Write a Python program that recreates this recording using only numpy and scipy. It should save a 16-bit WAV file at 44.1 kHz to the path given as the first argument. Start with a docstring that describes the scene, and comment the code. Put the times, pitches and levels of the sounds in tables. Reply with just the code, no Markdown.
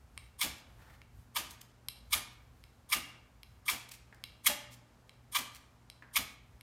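"""A knife blade is scraped eight times down a fire steel, in a garage with a faint hum and a low rumble.
Each stroke is friction noise through the modes of blade and rod: a click, a light glide, then a bite that squeals,
rasps and locks onto one resonance after another. Decaying sines let the blade ring on between strokes.
Burning shavings are coloured fracture noise: a hiss, a soft puff and late sputters. A rub, woody knocks and a hollow
note are also heard; noise that decays faster in the treble makes the answer of the bare walls."""
import sys
import numpy as np
from scipy import signal
from scipy.fft import rfft, irfft, next_fast_len
from scipy.io import wavfile
from scipy.ndimage import map_coordinates

SR = 44100
rng = np.random.default_rng(int(sys.argv[2]) if len(sys.argv) > 2 else 0)


def generate_wav(signal):
    """Clip the signal to [-1, 1] and save it as 16-bit WAV at the path in sys.argv[1]."""
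    frames = np.transpose(np.atleast_2d(signal))
    scaled = np.clip(frames, -1, 1) * 32767
    pcm = np.round(scaled).astype(np.int16)
    wavfile.write(sys.argv[1], SR, pcm)


N = 291929

# Strokes of the blade: (bite [s], glide length [s], rasp length [s], force [dB], low rod ring [dB re force],
# treble [dB re force], squeal [dB re force], flare reference [dB], ring as the edge flicks off the rod [dB],
# favoured ring [Hz])
STROKE_ROWS = [(0.409, 0.02, 0.021, -31, -1.5, -1.5, -2.5, -33.5, -50, 2350),
               (1.359, 0.0087, 0.018, -31.5, 8, -3.5, -6.5, -36, -60, 3100),
               (2.125, 0.016, 0.021, -28.5, -2.5, 0.5, -1.5, -35, -50.5, 2330),
               (2.921, 0.028, 0.023, -29.5, -1, -1, 4, -34.5, -38.5, 2770),
               (3.682, 0.024, .022, -31.5, 1, -1.5, 5.5, -33.5, -51, 2330),
               (4.461, 0.019, 0.018, -22.5, -10.5, 3.5, -2.5, -31.5, -41.5, 2804),
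               (5.347, 0.026, .028, -29, 4.5, -2.5, -5, -36.5, -55.5, 1218),
               (6.158, .022, .021, -27.5, 0, 0.5, 1.5, -35, -50, 4040)]
# Modes of blade and rod pressed together: (frequency [Hz], width [Hz], level [dB])
STEEL_MODES = [(1008, 98, -0.5), (1215, 32, 6.5), (1720, 130, -6.5), (2125, 110, -2.5), (2390, 39, 1),
               (2800, 47, -8.5), (3296, 410, -2), (4074, 100, -4), (4360, 430, -12.5), (5350, 620, -6.5),
               (5780, 530, -7.5), (6870, 220, -13), (8480, 150, -10), (9100, 660, -8.5), (11410, 200, -4),
               (12210, 320, -8.5), (15200, 360, -8)]
# The blade is set on the rod: (time [s], level [dB], then low, middle, high and top modes [dB re level],
# as the point of contact favours them)
LANDINGS = [(0.1768, -40, 4.5, -0.5, 6, -12), (1.017, -53.5, 8, -2.5, -10, -16),
            (1.8854, -32.5, -5.5, 2.5, 2.5, 2.5), (2.639, -51, 1, 1, -6, -7),
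            (3.432, -44.5, -2, -1, -13, -6), (4.239, -31.5, -5.5, -1.5, -7.5, -10),
            (5.094, -46.5, 0, -3.5, -10, -19), (5.9, -43, -6, 1.5, -2, -8), (6.610, -49.5, 1, -2, 0, -1.5)]


def amp(db):
    """Level to amplitude: 20 dB are a factor of ten."""
    return 10 ** (np.asarray(db) / 20)


def unit(x):
    """Normalization by the root mean square, to rms 1."""
    return x / np.sqrt(np.mean(x ** 2) + 1e-20)


def along(points, hz):
    """Linear interpolation of (frequency [Hz], value) points on a logarithmic frequency axis."""
    f, v = np.transpose(points)
    return np.interp(np.log(hz + 1), np.log(f), v)


def clock():
    """Uniform sampling: the time of every sample, in s."""
    return np.arange(N) / SR


def wobble(rate):
    """Band-limited random modulation: a smooth curve through random knots, rate of them a second."""
    knots = rng.standard_normal(int(N * rate / SR) + 4)
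    return map_coordinates(knots, [np.arange(N) * rate / SR])


def filtered(x, response):
    """Linear filtering: the spectrum of x is multiplied by a response of frequency."""
    m = next_fast_len(len(x) + SR // 10)
    hz = np.fft.rfftfreq(m, 1 / SR)
    return irfft(rfft(x, m) * response(hz), m)[:len(x)]


def coloured(x, points):
    """Spectral shaping by (frequency [Hz], level [dB]) points, at rms 1."""
    return unit(filtered(x, lambda hz: amp(along(points, hz))))


def grit(rate, spread_db, smooth):
    """Shot noise: tiny fractures at random moments and of random, bounded sizes, over a share of even noise."""
    moments = rng.random(N) < rate / SR
    signs = rng.choice([-1, 1], N)
    sizes = amp(spread_db * np.minimum(rng.standard_normal(N), 1))
    return unit(unit(moments * signs * sizes) + smooth * rng.standard_normal(N))


def gate(t, start, end, rise, fall):
    """Smooth switching: a window that opens around start and closes around end."""
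    return (1 + np.tanh((t - start) / rise)) * (1 - np.tanh((t - end) / fall)) / 4


def swell(age, rise, t60):
    """Damped decay: a soft rise, then an exponential fall of 60 dB in t60."""
    age = np.maximum(age, 0)
    return (1 - np.exp(-(age / rise) ** 2)) * amp(-60 * age / t60)


def near(s):
    """Windowing: the samples from shortly before s to half a second after it."""
    return slice(max(0, int(s * SR) - SR // 20), min(N, int(s * SR) + SR // 2))


def resonance(f, hz, width):
    """Response of a damped oscillator: one causal resonance."""
    return 1j * f * width / (hz * hz - f * f + 1j * f * width)


def through(force, envelope, response):
    """Forced vibration: an enveloped force drives a body; the output has the envelope's level."""
    return filtered(force * envelope, response) / np.std(filtered(force, response))


def background():
    """Modulated noise and tones: still air, a lumpy low rumble and the unsteady hum of an appliance."""
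    # Still air: (frequency [Hz], level [dB per Hz])
    air_colour = [(88, -28.5), (150, -4.5), (259, -7), (340, -12.5), (850, -13.3), (1440, -17),
                  (2960, -25.5), (7110, -30), (15800, -40.5)]
    # Low rumble: (frequency [Hz], level [dB per Hz])
    rumble_colour = [(20, -21.5), (35, -8.5), (55, 10.5), (80, 6.5), (130, -1.5), (250, -34.5)]
    # Partials of the hum: (frequency [Hz], middle level [dB rms])
    hum_partials = [(58, -74), (120, -68.5), (239, -79)]
    air_db = -67.5
    rumble_db, rumble_fade_db_per_s = -61.5, 1  # the rumble slowly dies down
    t = clock()
    air = coloured(rng.standard_normal(N), air_colour) * amp(air_db + 0.73 * wobble(5.5))
    rumble_level = amp(rumble_db - rumble_fade_db_per_s * t + 3.5 * wobble(10))
    rumble = coloured(rng.standard_normal(N), rumble_colour) * rumble_level
    hum = np.zeros(N)
    for hz, db in hum_partials:
        level = amp(db + 2.8 * wobble(10)) * np.sqrt(2)  # sine peak for an rms level
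        hum += level * np.sin(2 * np.pi * hz * t + 0.5 * wobble(10))
    return air + rumble + hum


def touch(hz, low_db, middle_db, high_db, top_db):
    """Modal excitation: how strongly a point of contact drives a mode, in dB."""
    points = [(2200, low_db), (3200, 0), (4100, middle_db), (5200, middle_db), (8700, high_db), (11000, top_db)]
    return along(points, hz)


def clicks(crack_db=-5):
    """Impact excitation: the edge lands on the rod with a tiny crack and a brief, damped ring of the steel."""
    # The blade's brief ring while pressed on the rod: (frequency [Hz], level [dB], t60 [s])
    contact_modes = [(1080, -10.5, 0.015), (2219, 2, 0.01), (3200, 1, 0.0089), (4060, -0.5, 0.01),
                     (4660, -3, 0.008), (5330, -1, 0.0069), (7650, -9.5, .005), (8800, 2, .008),
                     (11360, 0.5, .014), (12300, -13, .012)]
    out, t = np.zeros(N), clock()
    for s, db, *point in LANDINGS:
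        w = near(s)
        age = t[w] - s
        out[w] += amp(db + crack_db) * rng.standard_normal(len(age)) * swell(age, rise=.0002, t60=.006)
        for k, (hz, level, t60) in enumerate(contact_modes):
            ring = swell(age, rise=.0001, t60=t60) * np.sin(2 * np.pi * hz * age)
            out[w] += (-1) ** k * amp(db + level + touch(hz, *point)) * ring
    return out


def ringing(landing_db=-26, reach=0.032, flick_spread=.05):
    """Free modal decay: landings and flicks favour different blade modes; the moving hand blurs their phase."""
    # Modes of the free blade: (frequency [Hz], level [dB], t60 [s])
    blade_modes = [(1210, -8, .7), (2170, -4, .3), (2330, -4, .33), (2700, 0, .32), (2810, 0, .32),
                   (3860, -3, .3), (4016, 0, .3), (5170, -4, .26), (8807, -7, .14), (10870, -6, .17),
                   (11420, -4, .14)]
    # Flicks that also catch the blade's tip: (time [s], level [dB])
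    tip_flicks = [(.43, -42), (2.146, -32), (4.479, -37)]
    tip_hz = 10870  # the tip's own mode
    out, t = np.zeros(N), clock()
    # (time, dB, favoured Hz, share of all the other modes)
    flicks = [(bite + rasp_s, db, hz, flick_spread) for bite, _, rasp_s, *_, db, hz in STROKE_ROWS]
    flicks += [(s, db, tip_hz, 0) for s, db in tip_flicks]
    for hz, level, t60 in blade_modes:
        drift = wobble(130)
        plucks = []  # (time, gain, phase blur in rad)
        for s, db, *point in LANDINGS:
            landing = db + landing_db + touch(hz, *point) + 2 * rng.standard_normal()
            plucks.append((s, amp(landing), .45))
        for s, db, favoured, others in flicks:
            nearness = np.exp(-(np.log(hz / favoured) / reach) ** 2)
            plucks.append((s, amp(db) * (others + nearness), .85))
        for s, gain, blur in plucks:
            w = near(s)
            tone = np.sin(2 * np.pi * hz * t[w] + blur * drift[w])
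            out[w] += gain * amp(level) * swell(t[w] - s, rise=0.00078, t60=t60) * tone
    return out


def garage(x, gap=0.005, build=0.0031):
    """Reverberation as convolution with decaying noise: each stroke has its own tail, whose treble dies first."""
    # Colour of the echo: (frequency [Hz], level [dB])
    echo_colour = [(100, -5), (1200, -0.5), (2800, -1), (5000, 1.5), (10000, -0.5), (15800, 8.5)]
    # Decay between the walls: (frequency [Hz], t60 [s])
    wall_decay = [(100, 0.92), (500, 0.72), (2500, 0.61), (5000, 0.45), (8000, .38), (12000, 0.26),
                  (16000, 0.09)]
    out = np.zeros(N + 2 * SR)
    edges = [0] + [int(row[0] * SR) - SR // 20 for row in STROKE_ROWS[1:]] + [N]
    for a, b in zip(edges, edges[1:]):
        hz, t, z = signal.stft(rng.standard_normal(SR), SR, nperseg=256)
        z = z * amp(along(echo_colour, hz)[:, None] - 60 * t / along(wall_decay, hz)[:, None])
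        tail = signal.istft(z, SR)[1]
        since_gap = np.maximum(np.arange(len(tail)) / SR - gap, 0)
        tail = tail * (1 - np.exp(-since_gap / build))
        tail = tail * amp(1.4 * wobble(170)[:len(tail)])  # reflections arrive in clumps
        wet = signal.fftconvolve(x[a:b], tail / np.linalg.norm(tail))
        out[a:a + len(wet)] += wet
    return out[:N]


def steel(f, stretch=1, favour=np.zeros(len(STEEL_MODES))):
    """Modal superposition: the response of blade and rod; the grip shifts the modes and favours some of them."""
    response = 0
    for k, (hz, width, db) in enumerate(STEEL_MODES):
        response = response + (-1) ** k * amp(db + favour[k]) * resonance(f, hz * stretch, width)
    return response


def edge_angle(rod_db, treble_db, squeal_db, hz):
    """Modal coupling: the edge's angle shifts the balance of low rod ring, blade modes and treble, in dB."""
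    rival_db = -0.36 * squeal_db  # the next blade modes lose this share of what the squeal takes
    points = [(1300, rod_db), (2000, 0), (2800, rival_db), (3800, rival_db), (5000, 0), (8000, treble_db)]
    return along(points, hz)


def scrapes(arch_db=7, grip_shift=0.0051, grip_db=0.6, edge_db=-8):
    """Friction-driven vibration: the edge glides, then bites in and tears off shavings until it leaves the rod."""
    # Friction under light pressure: (frequency [Hz], level [dB])
    glide_colour = [(300, -26.5), (1100, -5.5), (2200, -9), (3800, -6.5), (6500, -5.5), (9200, 4),
                    (11400, 0.5), (15500, -4)]
    # Friction under full pressure: (frequency [Hz], level [dB])
    rasp_colour = [(200, -23.5), (650, -2), (1000, -3.5), (3000, 1), (14000, 1)]
    # The tearing edge's own noise: (frequency [Hz], level [dB])
    edge_colour = [(900, -32.5), (2500, -9), (5000, -4.5), (7200, 0.5), (10000, -2.5), (13500, -5.5),
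                   (15800, -3.5)]
    glide_db, glide_db_per_s = -39.5, 327.5  # level towards the bite, and how fast it grows until then
    out, t = np.zeros(N), clock()
    force = grit(rate=2500, spread_db=4, smooth=.35) * amp(1.5 * wobble(400))
    tearing = coloured(grit(rate=2500, spread_db=4, smooth=.35), edge_colour)
    grips = rng.standard_normal((len(STROKE_ROWS), len(STEEL_MODES) + 1))
    for row, grip in zip(STROKE_ROWS, grips):
        bite, glide_s, rasp_s, force_db, rod_db, treble_db, squeal_db, *_ = row
        w = near(bite)
        age = t[w] - bite
        body = lambda f: steel(f, 1 + grip_shift * grip[0], grip_db * grip[1:])
        glide_level = amp(glide_db + glide_db_per_s * np.minimum(age, 0))
        glide = gate(age, -glide_s, 0, 0.0052, 0.014) * glide_level
        # greatest halfway down the rod
        pressure_db = arch_db * (np.sin(np.pi * np.clip(age / rasp_s, 0, 1)) - .8)
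        rasp = gate(age, 0, rasp_s, .003, .0025) * amp(force_db + pressure_db)
        light = lambda f: body(f) * amp(along(glide_colour, f))
        full = lambda f: body(f) * amp(along(rasp_colour, f) + edge_angle(rod_db, treble_db, squeal_db, f))
        out[w] += through(force[w], glide, light)
        out[w] += through(force[w], rasp, full)
        out[w] += amp(edge_db) * (glide + amp(treble_db) * rasp) * tearing[w]  # the edge also radiates by itself
    return out


def squeals(peak_way=0.45, width=0.36, lag=.001, flutter=.45, grain=.5):
    """Beating of twin modes: the bite sets two close blade modes squealing roughly, with a few beats a stroke."""
    middle_hz, beat_hz = 2261, 123  # the twin modes: their middle and their distance
    out, t, drift = np.zeros(N), clock(), wobble(500)
    tearing = unit(filtered(rng.standard_normal(N), lambda f: resonance(f, middle_hz, 900) ** 2))
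    for bite, _, rasp_s, force_db, _, _, squeal_db, *_ in STROKE_ROWS:
        w = near(bite)
        age = t[w] - bite
        push = gate(age, -0.0042, rasp_s, 0.0028, 0.0033)
        push = push * np.exp(-((age / rasp_s - peak_way) / width) ** 2 / 2)
        beat = np.cos(np.pi * beat_hz * (age - lag))
        tone = np.sqrt(2) * np.sin(2 * np.pi * middle_hz * age + flutter * drift[w])
        rough_tone = np.sqrt(1 - grain ** 2) * tone + grain * tearing[w]
        out[w] += amp(force_db + squeal_db) * push * beat * rough_tone
    return out


def snags(length=0.0032, flutter=0.36, grain=0.75, angle_share=0.5):
    """Stick-slip: the edge locks onto one resonance after another, each for a few milliseconds."""
    # Chatter in every stroke: (share of the way down the rod, level [dB re force], pitch [Hz])
    chatter_steps = [(.38, -5.5, 11300), (.55, -5.5, 1210), (.75, -3, 3215), (.86, -4, 11600)]
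    out, t = np.zeros(N), clock()
    drift, noise = wobble(700), rng.standard_normal(N)
    for bite, _, rasp_s, force_db, rod_db, treble_db, squeal_db, *_ in STROKE_ROWS:
        w = near(bite)
        for way, db, hz in chatter_steps:
            chatter = np.sqrt(2) * np.sin(2 * np.pi * hz * t[w] + flutter * drift[w] * hz / 2300)
            tearing = unit(filtered(noise[w], lambda f: steel(f) * resonance(f, hz, 0.41 * hz)))
            share = np.clip(grain * np.sqrt(hz / 2300), 0, 1)  # high snags are rougher
            level = amp(force_db + db + angle_share * edge_angle(rod_db, treble_db, squeal_db, hz))
            catch = np.exp(-((t[w] - bite - way * rasp_s) / length) ** 2)
            out[w] += level * catch * (np.sqrt(1 - share ** 2) * chatter + share * tearing)
    return out


def sparks(count=2):
    """Combustion noise: shavings ignite with a crackling hiss, hot air puffs a moment later, stragglers sputter."""
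    # Hiss of burning shavings: (frequency [Hz], level [dB per Hz])
    hiss_colour = [(200, -43.5), (600, -11.5), (2800, -2), (5000, -5.5), (12000, -6.5), (15800, -12.5)]
    # Puff of hot air: (frequency [Hz], level [dB])
    puff_colour = [(30, -12.5), (60, 3.5), (130, -3.5), (250, 6.5), (420, -6), (700, 0), (1300, -5),
                   (3000, -3.5), (9000, -44.5)]
    # Sputter: (frequency [Hz], level [dB per Hz])
    sputter_colour = [(400, -21.5), (2500, 2), (8000, 0), (15800, -4)]
    # The loudest late sputters and pops of burning metal: (middle [s], level [dB], length [s])
    late_sputters = [(1.513, -49.5, 0.018), (1.615, -49.5, 0.0094), (3.892, -49, .0076),
                     (3.919, -45.5, 0.011), (3.944, -54, .024), (4.147, -53, 0.0023), (4.732, -55.5, 0.038),
                     (5.549, -49.5, .0016), (5.562, -54.5, 0.016)]
    hiss_db, puff_db = 6, -2  # re the flare reference
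    # faint sputters after every flare
    straggler_db, straggler_s, straggler_delay_s = -66, 0.034, (0.05, 0.19)
    t, hiss, puff, sputter = clock(), np.zeros(N), np.zeros(N), np.zeros(N)
    stragglers = []
    for row, chances in zip(STROKE_ROWS, rng.random((len(STROKE_ROWS), count))):
        bite, _, rasp_s, *_, flare_db, _, _ = row
        release = bite + rasp_s
        w = near(release)
        hiss[w] += amp(flare_db + hiss_db) * swell(t[w] - release + 0.011, rise=0.01, t60=0.17)
        puff[w] += amp(flare_db + puff_db) * swell(t[w] - release, rise=0.018, t60=0.2)
        delays = np.interp(chances, [0, 1], straggler_delay_s)
        stragglers += [(release + delay, straggler_db, straggler_s) for delay in delays]
    for s, db, length in late_sputters + stragglers:
        w = near(s)
        sputter[w] += amp(db) * np.exp(-(2 * (t[w] - s) / length) ** 2)
    burning = grit(rate=4000, spread_db=5, smooth=.6)
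    fizz = coloured(burning, hiss_colour) * amp(1.3 * wobble(160))
    crackle = coloured(grit(rate=2500, spread_db=5, smooth=.7), sputter_colour) * amp(2.5 * wobble(300))
    hot_air = coloured(rng.standard_normal(N), puff_colour)
    return hiss * fizz + puff * hot_air + sputter * crackle


def rub(uneven_db=2.0):
    """Sliding friction: a soft, uneven noise as a hand slides to a new grip."""
    # The sliding hand: (frequency [Hz], level [dB per Hz])
    rub_colour = [(300, -8), (900, 3.5), (1800, 4), (2600, -4), (7000, -15)]
    start_s, end_s, level_db = 0.788, 0.96, -63
    slide = gate(clock(), start_s, end_s, 0.025, 0.017) * amp(level_db + uneven_db * wobble(70.6))
    return slide * coloured(rng.standard_normal(N), rub_colour)


def taps():
    """Impact noise through a broad resonance: small woody knocks between strokes."""
    # Knocks: (time [s], level [dB], strongest frequency [Hz])
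    knocks = [(4.125, -48.5, 1700), (6.022, -44.5, 1700)]
    # Colour of the knocks: (frequency [Hz], level [dB])
    knock_colour = [(300, 15), (1500, -4), (7000, -16)]
    out, t = np.zeros(N), clock()
    for s, db, hz in knocks:
        w = near(s)
        age = t[w] - s
        push = amp(db) * (swell(age, rise=0.0008, t60=0.035) + 0.16 * swell(age, rise=0.0088, t60=0.44))
        wood = lambda f: resonance(f, hz, 380) * amp(along(knock_colour, f))
        out[w] += through(rng.standard_normal(len(push)), push, wood)
    return out


def hollow():
    """Damped resonance: a brief hollow note with a wavering pitch in the hardest flare."""
    # Partials of the note: (frequency [Hz], level [dB], t60 [s])
    hollow_modes = [(586, -37, .16), (838, -38, .11)]
    start_s = 4.496
    t, drift = clock(), wobble(120)
    out = np.zeros(N)
    for hz, db, t60 in hollow_modes:
        tone = np.sin(2 * np.pi * hz * t + 0.34 * drift)
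        out += amp(db) * swell(t - start_s, rise=0.0021, t60=t60) * tone
    return out


def scene():
    """Superposition: steel, sparks and handling, their echo, and the background."""
    scrape, click = scrapes() + snags() + squeals(), clicks()
    rest = ringing() + sparks() + taps() + rub() + hollow()
    echo = garage(amp(-13.5) * scrape + amp(-10.5) * click + amp(-8) * rest)
    return (scrape + click + rest + echo + background())[None]


def record(dry):
    """Band limiting: the highest treble rolls off, and nothing sounds above about 16 kHz."""
    treble_rolloff = [(14800, 0.0), (15800, -8.5)]  # (frequency [Hz], level [dB])
    top_hz = 15950  # middle of the 200 Hz wide final slope
    band = lambda hz: np.clip((top_hz - hz) / 200 + .5, 0, 1)
    response = lambda hz: amp(along(treble_rolloff, hz)) * band(hz)
    return np.array([filtered(channel, response) for channel in dry])


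dry = scene()
out = record(dry)
generate_wav(out)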